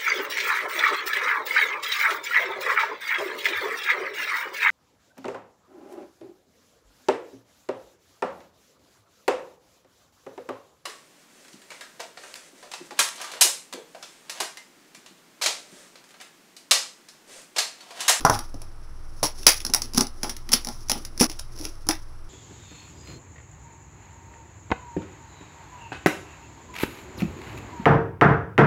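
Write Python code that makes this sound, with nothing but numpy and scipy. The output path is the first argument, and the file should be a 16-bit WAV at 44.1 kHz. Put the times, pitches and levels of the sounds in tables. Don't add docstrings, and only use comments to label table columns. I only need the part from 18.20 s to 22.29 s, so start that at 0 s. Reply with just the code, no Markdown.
import sys
import numpy as np
from scipy import signal
from scipy.fft import rfft, irfft, next_fast_len
from scipy.io import wavfile
from scipy.ndimage import map_coordinates

SR = 44100
rng = np.random.default_rng(int(sys.argv[2]) if len(sys.argv) > 2 else 0)


def put_to_file(sound):
    columns = np.atleast_2d(sound).T
    safe = np.clip(columns, -1, 1)
    whole_steps = np.round(safe * 32767)
    wavfile.write(sys.argv[1], SR, whole_steps.astype(np.int16))


def elevation(decibels):
    levels = np.asarray(decibels, float)
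    return 10 ** (levels / 20)


N = 180413
TAILS = 6


def unit(x):
    return x / np.sqrt(np.mean(x ** 2) + 1e-20)


def along(points, hz):
    f, v = np.transpose(points)
    return np.interp(np.log(hz + 1), np.log(f + 1), v)


def wobble(rate):
    knots = rng.standard_normal(int(N * rate / SR) + 4)
    return map_coordinates(knots, [np.arange(N) * rate / SR])


def filtered(x, response):
    m = next_fast_len(N + SR // 2)
    return irfft(rfft(x, m) * response(np.fft.rfftfreq(m, 1 / SR)), m)[..., :N]


def peak(f, hz, width):
    return 1j * f * width / (hz * hz - f * f + 1j * f * width)


def ring(modes, t, attack):
    hz, db, t60 = np.transpose(modes)[:, :, None]
    louder_db = 1.5 * rng.standard_normal((len(modes), 1))
    detune = 0.005 * rng.standard_normal((len(modes), 1))
    waves = elevation(db + louder_db - 60 * t / t60) * np.sin(2 * np.pi * hz * (1 + detune) * t)
    return waves.sum(0) * (1 - np.exp(-t / attack))


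def silent_paths():
    return np.zeros((TAILS, N + SR))


def add(paths, k, s, wave):
    start = round(s * SR)
    paths[k % TAILS, start:start + len(wave)] += wave


# frequency in Hz, level in dB.
CRACK = [(150, -38), (500, -3), (1500, 1), (3000, -2), (6000, 2), (10000, -8.5), (16000, -12)]


def crack_colour(x):
    return filtered(x, lambda f: elevation(along(CRACK, f)))


# start in seconds, peak in dB, low treble in dB, crackle t60 in seconds.
SNAPS = [(0.0497, -6, -26, 0.041), (0.0644, -17, -28, 0.031), (0.0977, -5, -35, 0.02),
         (0.1454, -16, -10, 0.015), (1.0296, -6.5, -19, 0.12), (1.2665, 18, -22.5, .024),
         (1.4496, -7, -41, 0.018), (1.4654, -14, -40, .022), (1.5366, 1, -48, 0.023),
         (1.5464, 2, -47, 0.017), (1.6192, -11.5, -38, 0.029), (1.7759, -5, -21, .021),
         (1.7799, 1.5, -24, .015), (1.8083, -.6, -28, .021), (2.0318, -12.5, -18, 0.05),
         (2.0946, -15.5, -8, 0.062), (2.3181, -9, -26, 0.057), (2.3304, -2, -25, 0.061),
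         (2.3356, 3.5, -41, 0.028), (2.6964, -6.5, -8, 0.056), (2.7064, -24, -20, 0.0055),
         (2.7164, -1.5, -21.5, 0.016), (3.0094, 2, -13, 0.013), (3.0134, -5.5, -17, 0.12),
         (2.9998, -6.5, -23, 0.021), (3.042, -9, -33, .016), (3.1941, -15.5, -20, 0.027),
         (3.1904, -24, -23, 0.0052), (3.688, -1.5, -9, 0.03), (3.7095, -10.5, -3, 0.035)]
# start in seconds, peak in dB, low treble in dB.
TICKS = [(0.0074, -20, -6), (0.1378, -18.5, 3.5), (0.151, -17, -8), (0.19, -15.5, -7), (0.3427, -32.5, -27),
         (0.4178, -26, -30), (1.2308, -24, 1), (1.403, -20, -0.5), (1.499, -21.5, -14), (1.5955, -35, -21),
         (1.717, -53, -24), (1.735, -23, -16), (1.7463, -15, -18), (1.868, -20.5, -30), (2.0433, -25, 10),
         (2.166, -21, -14), (2.2905, -20.5, 2), (2.4473, -17, -19), (2.4707, -17, -16),
         (2.4867, -17.5, -30), (2.6853, -25, -24), (2.778, -28, -21), (2.8501, -16.5, -18),
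         (2.9767, -22.5, -23), (3.0977, -18, -11), (3.1156, -23, -9), (3.1258, -30, -22),
         (3.4244, -38, -18.5), (3.4517, -17, -5.5), (3.6679, -24.5, -12)]


def snaps():
    paths, t = silent_paths(), np.arange(SR // 10) / SR
    dull = signal.butter(2, [1500, 3800], "band", fs=SR)
    tick_t60 = 0.028
    rows = SNAPS + [(*tick, tick_t60) for tick in TICKS] + tears()
    for k, (s, db, low_db, t60) in enumerate(rows):
        spikes = rng.standard_normal(len(t)) * elevation(3.57 * rng.standard_normal(len(t)))
        crackle = elevation(-60 * t / max(t60, .002))
        crack = 1.4 * elevation(-60 * t / .005)
        burst = spikes * (crackle + crack) * (1 - np.exp(-t / .0003))
        low_treble = elevation(low_db + 5.5) * signal.lfilter(*dull, burst)
        add(paths, k, s, elevation(db - 17.0) * (burst + low_treble))
    return crack_colour(paths[:, :N])


# first start in seconds, gap in seconds, first level in dB, step in dB.
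TEARS = [
    (1.038, .0075, -10, -0.5),
    (1.2745, .0047, -7.5, 2.4),
    (1.305, .009, -6.5, -2),
    (1.7555, .004, -25.5, 3),
    (1.815, .007, -22.5, -18),
    (2.995, 0.0027, -20.5, 3),
    (3.018, 0.0054, -12, -1),
    (3.364, .011, -32, 2),
    (3.441, 0.0018, -28.5, 0),
    (3.716, .009, -28, 0),
]


def tears():
    count, low_db, t60 = 5, -25.5, 0.012
    scatter_db, jitter = 0.5, 0.2
    rows = []
    for first, gap, first_db, step_db in TEARS:
        late, loud = rng.standard_normal((2, count))
        for k in range(count):
            s = first + gap * (k + jitter * late[k])
            db = first_db + step_db * k + scatter_db * loud[k]
            rows.append((s, db, low_db, t60))
    return rows


# start in seconds, wall in dB, wall centre in Hz, hollow in dB.
BUCKLES = [
    (0.007, -33.5, 1270, -3),
    (0.049, -4, 853, -16),
    (0.065, -8.5, 1250, -23),
    (0.097, -3.5, 864, -21),
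    (0.134, -24.5, 1220, -23),
    (0.158, -24, 1250, -20),
    (0.19, -27, 1180, -19),
    (0.222, -39, 1220, -29),
    (0.342, -33, 480, 1),
    (0.415, -38.5, 690, -17),
]
BUCKLES_PIERCED = [
    (1.029, -12, 650, -26),
    (1.042, -21, 597, -9),
    (1.266, -13.5, 602, -11.5),
    (1.281, -16.5, 890, -39),
]
BUCKLES_CUT = [(1.452, -36.5, 1040, -3), (1.496, -33, 745, 5), (1.535, -36.5, 950, 3.5),
               (1.546, -23, 860, -19), (1.62, -63, 606, 22), (1.746, -30.5, 860, 5),
               (1.776, -15.5, 1290, 3.5), (1.807, -19, 860, 1), (1.824, -34.5, 850, 3),
               (2.033, -25.5, 605, 0), (2.046, -25.5, 820, -30), (2.092, -30.5, 897, -4),
               (2.294, -35, 1150, -4), (2.32, -28.5, 840, -5), (2.337, -29, 1170, 5),
               (2.449, -41.5, 893, -3), (2.469, -28, 770, -2), (2.486, -26.5, 880, -5),
               (2.697, -22.5, 860, -10), (2.716, -27, 810, 1.5), (2.755, -31.5, 820, -0.5),
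               (3.009, -12, 430, 3), (3.013, -16.5, 910, -5), (3.029, -18, 926, -22), (3.041, -36, 950, 2)]
BUCKLES_OPEN = [
    (3.097, -35.5, 664, 2),
    (3.194, -37, 1010, -27.5),
    (3.401, -38.5, 604, 12),
    (3.424, -41, 585, -1),
    (3.452, -43, 910, 15),
    (3.667, -37.5, 970, 10.5),
    (3.69, -15, 1060, 4.5),
    (3.71, -40, 810, -10.5),
]
# hollow frequency in Hz, long ring in dB, rattle in dB.
STAGES = [
    (282, -7.5, -1.5),
    (303.5, -26.5, -0.5),
    (242, -4, -3.5),
    (313, -12, -1.3),
]
# frequency in Hz, level in dB, t60 in seconds.
WALL = [(790, -3, .1), (836, 0, .11), (937, -11, .1), (1190, -8, .1), (1360, -8, .1)]
# ratio to the hollow frequency, level in dB, t60 in seconds.
HOLLOW = [(.78, -3.5, 0.055), (1.004, 10, 0.048), (1.27, -11, 0.14), (1.56, -3, 0.066), (1.92, -6.5, 0.05)]
HOLLOW_OPEN = [(.8, -18.5, 0.045), (1.005, 3.5, 0.067), (1.25, -8, .05)]


def buckles():
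    paths, t = silent_paths(), np.arange(SR // 3) / SR
    tables = [BUCKLES, BUCKLES_PIERCED, BUCKLES_CUT, BUCKLES_OPEN]
    rows = [(*row, *stage) for table, stage in zip(tables, STAGES) for row in table]
    for k, (s, db, centre_hz, hollow_db, hollow_hz, long_db, rattle_db) in enumerate(rows):
        edges = [centre_hz / 1.76, min(centre_hz * 1.7, 1550)]
        band = signal.butter(4, edges, "band", fs=SR, output="sos")
        rattle = unit(signal.sosfilt(band, rng.standard_normal(len(t)))) * elevation(-60 * t / 0.089)
        pop = ring([(centre_hz, 0, .008)], t, attack=0.00017)
        long_ring = ring(WALL, t, attack=0.0078)
        modes = HOLLOW_OPEN if s > BREAK[1] else HOLLOW
        hollow = ring(np.array(modes) * [hollow_hz, 1, 1], t, attack=0.0046)
        wave = 0.71 * elevation(rattle_db) * rattle + 2.5 * pop
        wave += elevation(long_db) * long_ring + elevation(hollow_db + 2.0) * hollow
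        add(paths, k, s + 0.00074, elevation(db - 3.0) * wave)
    return soft_wall(paths[:, :N])


# start in seconds, peak in dB, frequency in Hz, t60 in seconds.
THUDS = [
    (0.049, -14, 159, 0.046),
    (0.097, -19, 127, 0.053),
    (0.123, -28, 102, 0.21),
    (0.149, -36, 100, 0.16),
    (0.343, -35.5, 109, 0.21),
    (1.025, -30, 132, 0.08),
    (1.264, -30, 131, 0.14),
    (3.688, -33, 108, 0.061),
]


def thuds():
    paths, t = silent_paths(), np.arange(SR // 3) / SR
    for k, (s, db, hz, t60) in enumerate(THUDS):
        add(paths, k, s, ring([(hz, db + 1.5, t60)], t, attack=0.0012))
    return soft_wall(paths[:, :N])


def soft_wall(paths):
    return filtered(paths, lambda f: 1 / (1 + 1j * f / 2300) ** 2)


# time of most pressure in seconds, rasp in dB, hollow rub in dB.
STROKES = [(0.001, -85, -45), (.13, -42.5, -38.5), (.2, -74.5, -59), (.43, -75, -61), (1.0, -73, -63),
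           (1.212, -51, -49.5), (1.36, -45.5, -75), (1.47, -82, -49), (1.65, -54.5, -49.5),
           (1.751, -91, -50), (1.97, -79.5, -61), (2.07, -54, -43), (2.31, -80, -53.5), (2.42, -56.5, -55),
           (2.529, -59, -81), (2.61, -62.5, -63), (2.781, -56, -42), (3.03, -79, -40), (3.12, -58, -67),
           (3.408, -54, -46.5), (3.461, -58, -47.5), (3.6, -76.5, -81), (3.75, -61, -59)]
RUB_SHARES = [(.9, 0.83), (1.101, .3)]


def scrape():
    s, rasp_db, rub_db = np.transpose(STROKES)[:, :, None]
    since = np.arange(N) / SR - s
    pressure = elevation(np.minimum(233 * since, -214.5 * since))
    rasp_level = (elevation(rasp_db) * pressure).sum(0) + elevation(-75)
    rub_level = (elevation(rub_db) * pressure).sum(0) + elevation(-63)
    slips = rng.standard_normal(N) * elevation(5.6 * rng.standard_normal(N) + 3.0 * wobble(69))
    rasp = unit(crack_colour(slips))
    resonances = lambda f: np.array([peak(f, 330, 45), peak(f, 245, 35)])
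    upper, lower = filtered(rng.standard_normal(N), resonances)
    loose = (np.arange(N) > BREAK[1] * SR).astype(int)
    upper_share, lower_share = np.array(RUB_SHARES)[loose].T
    rub = unit(upper_share * upper + lower_share * lower)
    return rasp_level * rasp + rub_level * rub


# frequency in Hz, t60 in seconds.
ROOM = [(150, 0.12), (800, 0.17), (3000, 0.2), (6000, 0.11), (15000, 0.13)]


def room(paths):
    hz, t, z = signal.stft(rng.standard_normal((TAILS, SR // 2)), SR, nperseg=256)
    decay = elevation(-60 * t / along(ROOM, hz)[:, None])
    tail = signal.istft(z * decay, SR, nperseg=256)[1]
    tail *= 1 - 0.7 * np.exp(-(np.arange(tail.shape[1]) / SR / 0.0077) ** 4)
    tail /= np.linalg.norm(tail, axis=1, keepdims=True)
    delayed = np.pad(paths, ((0, 0), (100, 0)))
    wet = signal.fftconvolve(delayed, tail, axes=1)[:, :paths.shape[1]]
    return paths.sum(0) + elevation(-8.5) * wet.sum(0)


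# frequency in Hz, level in dB.
AIR = [(12, -45), (28, -56), (45, -62), (90, -49.5), (130, -56.5), (170, -68.5), (350, -71), (500, -72),
       (1300, -69), (1700, -77), (3500, -89.5), (7000, -103), (16000, -108)]


def room_noise():
    noise = filtered(rng.standard_normal(N), lambda f: elevation(along(AIR, f)))
    return elevation(-48) * unit(noise)


# frequency in Hz, rms in dB, unsteadiness as a share.
HUM = [(18, -32, 0.53), (57.5, -45.5, 0.5), (117, -54.5, 0.93), (328, -62.5, 0.75)]


def fan():
    t, hum = np.arange(N) / SR, np.zeros(N)
    for hz, db, loose in HUM:
        level = elevation(db - 0.5 + 2 * loose * wobble(8.4))
        hum += level * np.sin(2 * np.pi * hz * t + loose * wobble(4.0))
    return hum


# stop in seconds, resume in seconds.
BREAK = (3.068, 3.094)


def scene():
    paths = snaps() + buckles() + thuds()
    stop, resume = (round(s * SR) for s in BREAK)
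    gap = np.zeros(resume - stop)
    bottle = np.concatenate([room(paths[:, :stop]), gap, room(paths[:, resume:])])
    return (bottle + scrape() + room_noise() + fan())[None]


# frequency in Hz, width in Hz, gain in dB.
PORT = [(5550, 786, 14.5), (10376, 670, 20), (14800, 990, 6.5)]


def microphone_port(x):
    return filtered(x, lambda f: 1 + sum(elevation(db) * peak(f, hz, width) for hz, width, db in PORT))


# frequency in Hz, rms in dB.
WHINE = [(7682, -82), (8317, -85)]


def electronics():
    t = np.arange(N) / SR
    return sum(elevation(db + 6.5) * np.sin(2 * np.pi * hz * t) for hz, db in WHINE)


def roll_off(x):
    return signal.sosfilt(signal.butter(12, 16110, fs=SR, output="sos"), x)


def record(dry):
    clipped = np.clip(microphone_port(dry) + electronics(), -.9, .9)
    top_hz = 15680
    mix = filtered(clipped, lambda f: np.clip((top_hz - f) / 150 + 1, .012, 1))
    return roll_off(mix)


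dry = scene()
out = record(dry)
put_to_file(out)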